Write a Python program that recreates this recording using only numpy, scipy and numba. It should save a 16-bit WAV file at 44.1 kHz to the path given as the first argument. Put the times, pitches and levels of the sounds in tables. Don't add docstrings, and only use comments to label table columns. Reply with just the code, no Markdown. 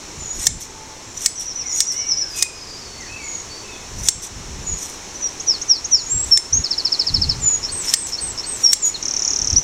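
import sys
import numpy as np
from scipy import signal
from scipy.fft import rfft, irfft
from scipy.io import wavfile
from numba import njit

SR = 44100
rng = np.random.default_rng(int(sys.argv[2]) if len(sys.argv) > 2 else 0)


def output_pcm(signal):
    pcm = np.clip(np.atleast_2d(signal).T, -1, 1) * 32767
    wavfile.write(sys.argv[1], SR, np.round(pcm).astype(np.int16))


N = 424683
TIME = np.arange(N) / SR

# pitch in Hz, relative level in dB, seconds to fade by 60 dB.
STEEL_TONES = [(1884, -2.5, 0.025), (2156, -13.5, 0.071), (3590, 9.5, 0.011), (4485, 9, 0.0095),
               (5160, 18, 0.011), (5720, -4.5, 0.031), (6090, 3, 0.026), (7070, -11, 0.089),
               (7510, -12, 0.38), (8050, -4.5, 0.033), (8550, -4, 0.016), (8940, -18, 0.24)]
# time of the snap in seconds, crack level, ring level,
# squeeze length in seconds, grind level, bite level, wool level, seconds until the blades open,
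# opening level. All levels are in relative dB.
SHEAR_CUTS = [(0.4684, 4.5, -9, 0.14, -24.5, -20, -44, 0.13, -26),
              (1.2603, 1, -10, 0.12, -26, -28, -45, 0.13, -28),
              (1.804, -1.5, -14, 0.11, -25.5, -41, -48, 0.11, -29.5),
              (2.4247, 2, -14, .13, -25, -44, -42, .24, -55),
              (4.0855, 6.5, -12.5, 0.12, -24.5, -21, -55, 0.13, -25),
              (6.3739, -5, -14.5, 0.184, -32, -38, -56, .15, -44),
              (7.9382, 4, -11.5, 0.17, -26, -24, -38, .124, -25),
              (8.7314, 5.5, -13, .21, -27.5, -10, -58, .117, -27.5)]


def from_db(db):
    return 10 ** (np.asarray(db) / 20)


def span(seconds):
    return np.arange(max(int(seconds * SR), 2)) / SR


def add(track, s, sound):
    start = max(int(s * SR), 0)
    track[start:start + len(sound)] += sound[:max(N - start, 0)]


def coloured(x, colour):
    hz, db = np.transpose(colour)
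    bins = np.maximum(np.arange(N // 2 + 1) * SR / N, 1)
    gain = from_db(np.interp(np.log(bins), np.log(hz), db)) / (1 + (bins / hz[-1] / 2) ** 2)
    y = irfft(rfft(x) * gain, N)
    return y / y.std()


def noise(colour):
    return coloured(rng.standard_normal(N), colour)


def wobble(t, rate):
    return np.interp(t * rate, np.arange(4096), rng.standard_normal(4096))


def scatter(x, wet_db, t60, first_s):
    t = span(.8)
    echoes = rng.standard_normal(len(t)) * from_db(-60 * t / t60) * (t > first_s)
    return x + from_db(wet_db) * signal.fftconvolve(x, echoes / np.linalg.norm(echoes))[:N]


def wind(rise_s=.028, fall_s=.038, calm_db=-46.5):
    # frequency in Hz, relative level in dB.
    leaf_colour = [(30, 2), (170, -2.5), (380, 3), (620, -3.5), (950, -1), (1500, -6.5), (2200, -5.5),
                   (3300, -8.5), (4400, -5.5), (5700, 1.5), (7000, -3), (9000, -16.5), (11000, -23),
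                   (16000, -31.5)]
    thump_colour = [(12, -38), (22, 1), (80, 0.5), (177, -8), (216, -13.5), (275, -13.5), (320, -20),
                    (420, -33), (700, -120)]
    # time in seconds, level in dB.
    breeze = [(0, -35), (1, -37), (2.5, -36.5), (3.7, -35), (5, -34.5), (6.5, -33.5), (8, -33),
              (9.6, -32.5)]
    # start in seconds, length in seconds, relative level in dB.
    gusts = [(0.195, 0.045, -35.5), (0.353, 0.04, -35.5), (.47, 0.097, -29.5), (0.702, 0.25, -47),
             (3.75, 0.13, -46), (3.91, 0.17, -35), (4.155, .04, -41), (4.317, 0.15, -38),
             (4.485, 0.26, -32.5), (5.892, 0.31, -44.5), (6.132, 0.21, -34), (6.532, 0.069, -28),
             (7.114, 0.34, -26.5), (7.508, 0.46, -40.5), (8.235, 0.11, -38), (9.412, 0.12, -31),
             (9.543, 0.038, -19)]
    puffs = sum(from_db(db) * np.interp(TIME, [s - rise_s, s, s + length, s + length + fall_s], [0, 1, 1, 0])
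                for s, length, db in gusts)
    push = np.hypot(puffs, from_db(calm_db))
    lumps = from_db(2.6 * wobble(TIME, 25) - .7)
    hiss = from_db(np.interp(TIME, *np.transpose(breeze))) * noise(leaf_colour)
    return hiss + push * lumps * noise(thump_colour)


def contour(name, start_db=-25, end_db=-16, closing_share=.12):
    note_shapes = { "seep": (.18, .085, 7120, 6690, 6620, .075, 3),
                   "chip": (.066, 0.0196, 5650, 6080, 5220, 0.008, 1.3),
                   "slur": (.088, .04, 6280, 5850, 5540, .06, 0),
                   "flick": (0.017, 0.011, 4900, 6650, 6500, 0.0052, 2),
                   "swoop": (.11, .058, 6200, 5060, 3820, .034, 21),
                   "rise": (.165, .028, 7020, 7460, 7690, .038, 7),
                   "pip": (.078, .012, 5650, 5390, 5400, .018, 15),
                   "peep": (.116, .038, 5760, 5480, 5460, .019, 7),
                   "whip": (0.11, 0.019, 5400, 6420, 6850, 0.011, 22),
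                   "trill": (.043, .023, 5720, 4480, 3860, .009, 17),
                   "sigh": (.182, .028, 7950, 7090, 6720, .07, 2),
                   "tick": (.006, .003, 4800, 5320, 5800, .003, 3),
                   "tuck": (.028, .012, 4090, 4350, 5050, .012, 1),
                   "arch": (0.12, .055, 8080, 8370, 7450, 0.014, 2),
                   "dip": (0.096, 0.031, 7700, 6680, 6980, 0.027, 5.9),
                   "chup": (0.029, .012, 4400, 4260, 3460, 0.01, 14),
                   "rattle": (0.0069, 0.0042, 7200, 5750, 4840, 0.0043, 6.7),
                   "lift": (.05, 0.0085, 4300, 5720, 6350, 0.012, 17), }
    length, bend, first, middle, last, swell_s, sag_db = note_shapes[name]
    t = np.linspace(0, length, 64)
    closing = length * (1 - closing_share)
    swell = start_db * np.clip(1 - t / swell_s, 0, 1) ** 2
    sag = sag_db * np.clip((t - swell_s) / (closing - swell_s), 0, 1) ** 1.2
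    db = swell - sag + np.interp(t, [closing, length], [0, end_db])
    hz = np.interp(t, [0, bend, length], [first, middle, last])
    return np.transpose([t, hz, db])


def bird_note(shape, waver, flutter_db, ratio=1):
    s, hz, db = np.transpose(shape)
    t = span(s[-1])
    pitch = ratio * np.interp(t, s, hz) * (1 + waver * wobble(t, 297.5))
    phase = 2 * np.pi * np.cumsum(pitch) / SR
    edges = np.clip(np.minimum(t, t[-1] - t) / .001, 0, 1)
    loudness = from_db(np.interp(t, s, db) + flutter_db * wobble(t, 142))
    return edges * loudness * (np.sin(phase) + from_db(-62) * np.sin(2 * phase))


def repeats(first, last, name):
    spacing = {"trill": .0728, "rattle": .02788, "chip": .102}
    return np.linspace(0, 1, round((last - first) / spacing[name]) + 1)


def far_birds():
    # start and length in seconds, first, middle and last pitch in Hz, relative level in dB.
    whistles = [(0.537, 0.52, 894, 881, 848, -44.5), (1.579, 0.14, 3120, 2185, 1940, -40.5),
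                (1.896, .21, 1965, 2260, 2280, -39), (1.924, 0.14, 2860, 3000, 2770, -41.5),
                (2.197, 0.099, 1846, 1600, 1440, -42.5), (2.34, 0.15, 2580, 2480, 2500, -31.5),
                (2.301, 0.13, 5070, 4780, 4870, -20), (2.534, 0.26, 5100, 5070, 5080, -32.5),
                (2.594, 0.27, 4800, 4750, 4800, -26), (2.566, 0.85, 4547, 4455, 4560, -42),
                (2.988, 0.089, 2200, 1934, 1620, -39), (2.983, 0.056, 7540, 6120, 3960, -33),
                (3.081, 0.1, 2480, 2600, 2694, -33.5), (3.157, 0.16, 2450, 2213, 2090, -36),
                (3.31, .06, 4300, 4350, 4730, -40), (3.491, 0.1, 4480, 4520, 4860, -29.5),
                (3.638, 0.15, 2625, 2580, 2514, -37.5), (3.708, 0.059, 3700, 3540, 3250, -38),
                (5.144, 0.036, 5550, 6000, 6000, -29)]
    out = np.zeros(N)
    for s, length, first, middle, last, db in whistles:
        shape = [(0, first, -9), (length / 2, middle, 0), (length, last, -9)]
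        add(out, s, from_db(db + .5) * bird_note(shape, waver=.0054, flutter_db=3))
    return scatter(out, wet_db=-1.5, t60=.57, first_s=.016)


def tree_birds(level_db=-3.5):
    # start in seconds, pitch multiplier, relative level in dB.
    falling_calls = [(0.161, 1.025, -23.5), (1.04, 1.06, -38.5), (1.665, 1.001, -20.5), (3.222, 1, -23.5),
                     (4.615, 1.01, -24), (5.911, 1.015, -26.5), (9.159, 1.0, -24)]
    chip_ends = [(1.35, 1.01, -22.5), (2.166, .985, -16.5)]
    calls, chips = np.zeros((2, N))
    for s, ratio, db in falling_calls:
        add(calls, s, from_db(db) * bird_note(contour("seep"), waver=.0145, flutter_db=6, ratio=ratio))
    first, last = np.array(chip_ends)
    for progress in repeats(first[0], last[0], "chip"):
        s, ratio, db = first + progress * (last - first)
        add(chips, s, from_db(db) * bird_note(contour("chip"), waver=.0216, flutter_db=4, ratio=ratio))
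    calls = scatter(calls, wet_db=-1, t60=.35, first_s=.003)
    chips = scatter(chips, wet_db=2, t60=.29, first_s=.0016)
    return from_db(level_db) * (calls + chips)


def wren():
    # start in seconds, name of a note or group of notes, level in dB.
    song = [(5.198, "slur", -17), (5.396, "flick and swoop", -7.5), (5.612, "flick and swoop", -6),
            (5.842, "flick and swoop", -3.5), (6.085, "rise", -12.5), (6.309, "pip", -1),
            (6.523, "whip", -6.5), (7.398, "sigh", -13), (7.627, "flourish", -21.5),
            (7.871, "flourish", -21.5), (8.12, "flourish", -22), (8.374, "flourish", -23.5),
            (8.629, "peep", -5), (8.814, "dip", -10), (8.938, "chup", -17), (9.555, "lift", -4)]
    groups = { "flick and swoop": [(0, "flick", -12.5), (.067, "swoop", 0)], "flourish": [(.001, "tick", 4),
              (.0104, "tick", 8), (.0198, "tick", 9), (.0292, "tick", 4), (.056, "tuck", 0),
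              (.084, "arch", 0)], }
    # first and last start in seconds, name of the note,
    # how much the run slows (0 is steady), first, middle and last level in dB.
    runs = [(6.637, 7.2893, "trill", 0.054, -10, -7, -6.5),
            (9.0247, 9.527, "rattle", 0.0081, -11, -7.5, -7.5)]
    notes = []
    for s, group, db in song:
        for delay, name, change_db in groups.get(group, [(.0012, group, 0)]):
            notes.append((s + delay, name, db + change_db))
    for first, last, name, slowing, *swell_db in runs:
        for progress in repeats(first, last, name):
            s = first + (last - first) * progress * (1 - slowing * (1 - progress))
            notes.append((s, name, np.interp(progress, [0, .5, 1], swell_db)))
    out = np.zeros(N)
    for s, name, db in notes:
        add(out, s, from_db(db) * bird_note(contour(name), waver=.0055, flutter_db=1.6))
    near = scatter(out, wet_db=-6, t60=.046, first_s=.00405)
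    return scatter(near, wet_db=-15, t60=.38, first_s=.009)


def grit(per_s, spread_db):
    sizes = from_db(spread_db * np.minimum(rng.exponential(1, N), 4)) * rng.choice([-1, 1], N)
    return sizes * (rng.random(N) < per_s / SR)


def strokes(rows, swell_s=.085, fade_s=.045):
    pressure = np.zeros(N)
    for start, end, db in rows:
        held = max(end - start, swell_s)
        t = span(held + fade_s)
        shape_db = np.interp(t, [0, swell_s, held, held + fade_s], [-18, 0, 0, -17])
        add(pressure, start, from_db(db + shape_db + 2 * wobble(t, 116)))
    return pressure


def singing_steel(grind, level_db=-3, flare_db=4.5):
    out = np.zeros(N)
    for hz, _, _ in STEEL_TONES:
        tone = signal.lfilter(*signal.iirpeak(hz, Q=35, fs=SR), grind)
        out += tone * from_db(2.7 * wobble(TIME, 70))
    for k, hz in enumerate(np.geomspace(2100, 15000, 24)):
        tone = (-1) ** k * signal.lfilter(*signal.iirpeak(hz, Q=22, fs=SR), grind)
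        tilt_db = 2 * np.log2(hz / 6000)
        out += tone * from_db(flare_db * wobble(TIME, 90) + tilt_db)
    return from_db(level_db) * out


def shears_rasp(bite_s=.014, opening_s=.023):
    # frequency in Hz, relative level in dB.
    slide_colour = [(500, -19), (2000, -11), (4200, -6), (6000, 7), (7500, 1), (9000, -4), (10500, -12),
                    (13000, -11.5), (16000, -24)]
    wool_colour = [(600, -9), (2200, 3.5), (3600, 0.5), (6000, -10.5), (10000, -46), (16000, -30)]
    # start and end in seconds, relative level in dB.
    half_cuts = [(4.76, 4.86, -30)]
    squeezes, bites, wool, openings = [], [], [], []
    for s, _, _, squeeze_s, grind_db, bite_db, wool_db, pause_s, opening_db in SHEAR_CUTS:
        squeezes.append((s - squeeze_s, s, grind_db))
        wool.append((s - squeeze_s, s, wool_db))
        bites.append((s - bite_s, s, bite_db))
        openings.append((s + pause_s, s + pause_s + opening_s, opening_db))
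    pressure = (strokes(squeezes)
                + strokes(bites, swell_s=.02, fade_s=.003)
                + strokes(openings, swell_s=.0069, fade_s=.056)
                + strokes(half_cuts, swell_s=.036, fade_s=.12))
    grind = pressure * coloured(grit(per_s=3500, spread_db=-1), slide_colour)
    steel = singing_steel(grind)
    crunch = strokes(wool) * coloured(grit(per_s=850, spread_db=3), wool_colour)
    return steel + crunch


def shears_snap(rise_s=.0005, crack_t60=.027, grip_db=2.5, treble_hz=9700, treble_db=-9):
    # frequency in Hz, relative level in dB.
    crack_colour = [(200, -42), (900, -21), (1900, -19), (2700, -13.5), (4000, -7), (4900, 4), (6200, 5),
                    (7800, 7), (9300, -4), (10500, -18), (16000, -17)]
    crack, ring = np.zeros((2, N))
    t = span(.25)
    contact = np.minimum(t / rise_s, 1)
    for s, crack_db, ring_db, *_ in SHEAR_CUTS:
        add(crack, s, contact * from_db(crack_db - 60 * t / crack_t60))
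        for hz, tone_db, t60 in STEEL_TONES:
            loudness = contact * from_db(ring_db + tone_db + rng.normal(0, grip_db) - 60 * t / t60)
            pitch = hz * (1 + rng.normal(0, .0184))
            add(ring, s, loudness * np.sin(2 * np.pi * pitch * t))
    snap = crack * noise(crack_colour) + ring
    shimmer = scatter(snap, wet_db=-19, t60=.33, first_s=.015) - snap
    band = signal.butter(8, (1600, treble_hz), "band", fs=SR, output="sos")
    top = signal.butter(8, treble_hz, "high", fs=SR, output="sos")
    return snap + signal.sosfilt(band, shimmer) + from_db(treble_db) * signal.sosfilt(top, shimmer)


def scene():
    return (wren() + tree_birds() + far_birds() + shears_rasp() + shears_snap() + wind())[None]


@njit
def ducking(over_db, attack_s, release_s):
    out, held = np.zeros(len(over_db)), 0.
    for i in range(len(over_db)):
        held += max(over_db[i] - held, 0.) / (attack_s * SR) - held / (release_s * SR)
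        out[i] = held
    return out


def record(dry, notch_hz=4806, limit_db=-6, ceiling=.79, cutoff_hz=15900):
    x = signal.lfilter(*signal.iirnotch(notch_hz, Q=11.3, fs=SR), dry[0])
    over_db = 20 * np.log10(np.abs(x) + 1e-9) - limit_db
    duck_db = ducking(over_db, attack_s=.0025, release_s=.15)
    x = np.clip(x * from_db(-duck_db), -ceiling, ceiling)
    treble_cut = signal.ellip(10, .2, 80, cutoff_hz, fs=SR, output="sos")
    return signal.sosfilt(treble_cut, x)[None]


dry = scene()
out = record(dry)
output_pcm(out)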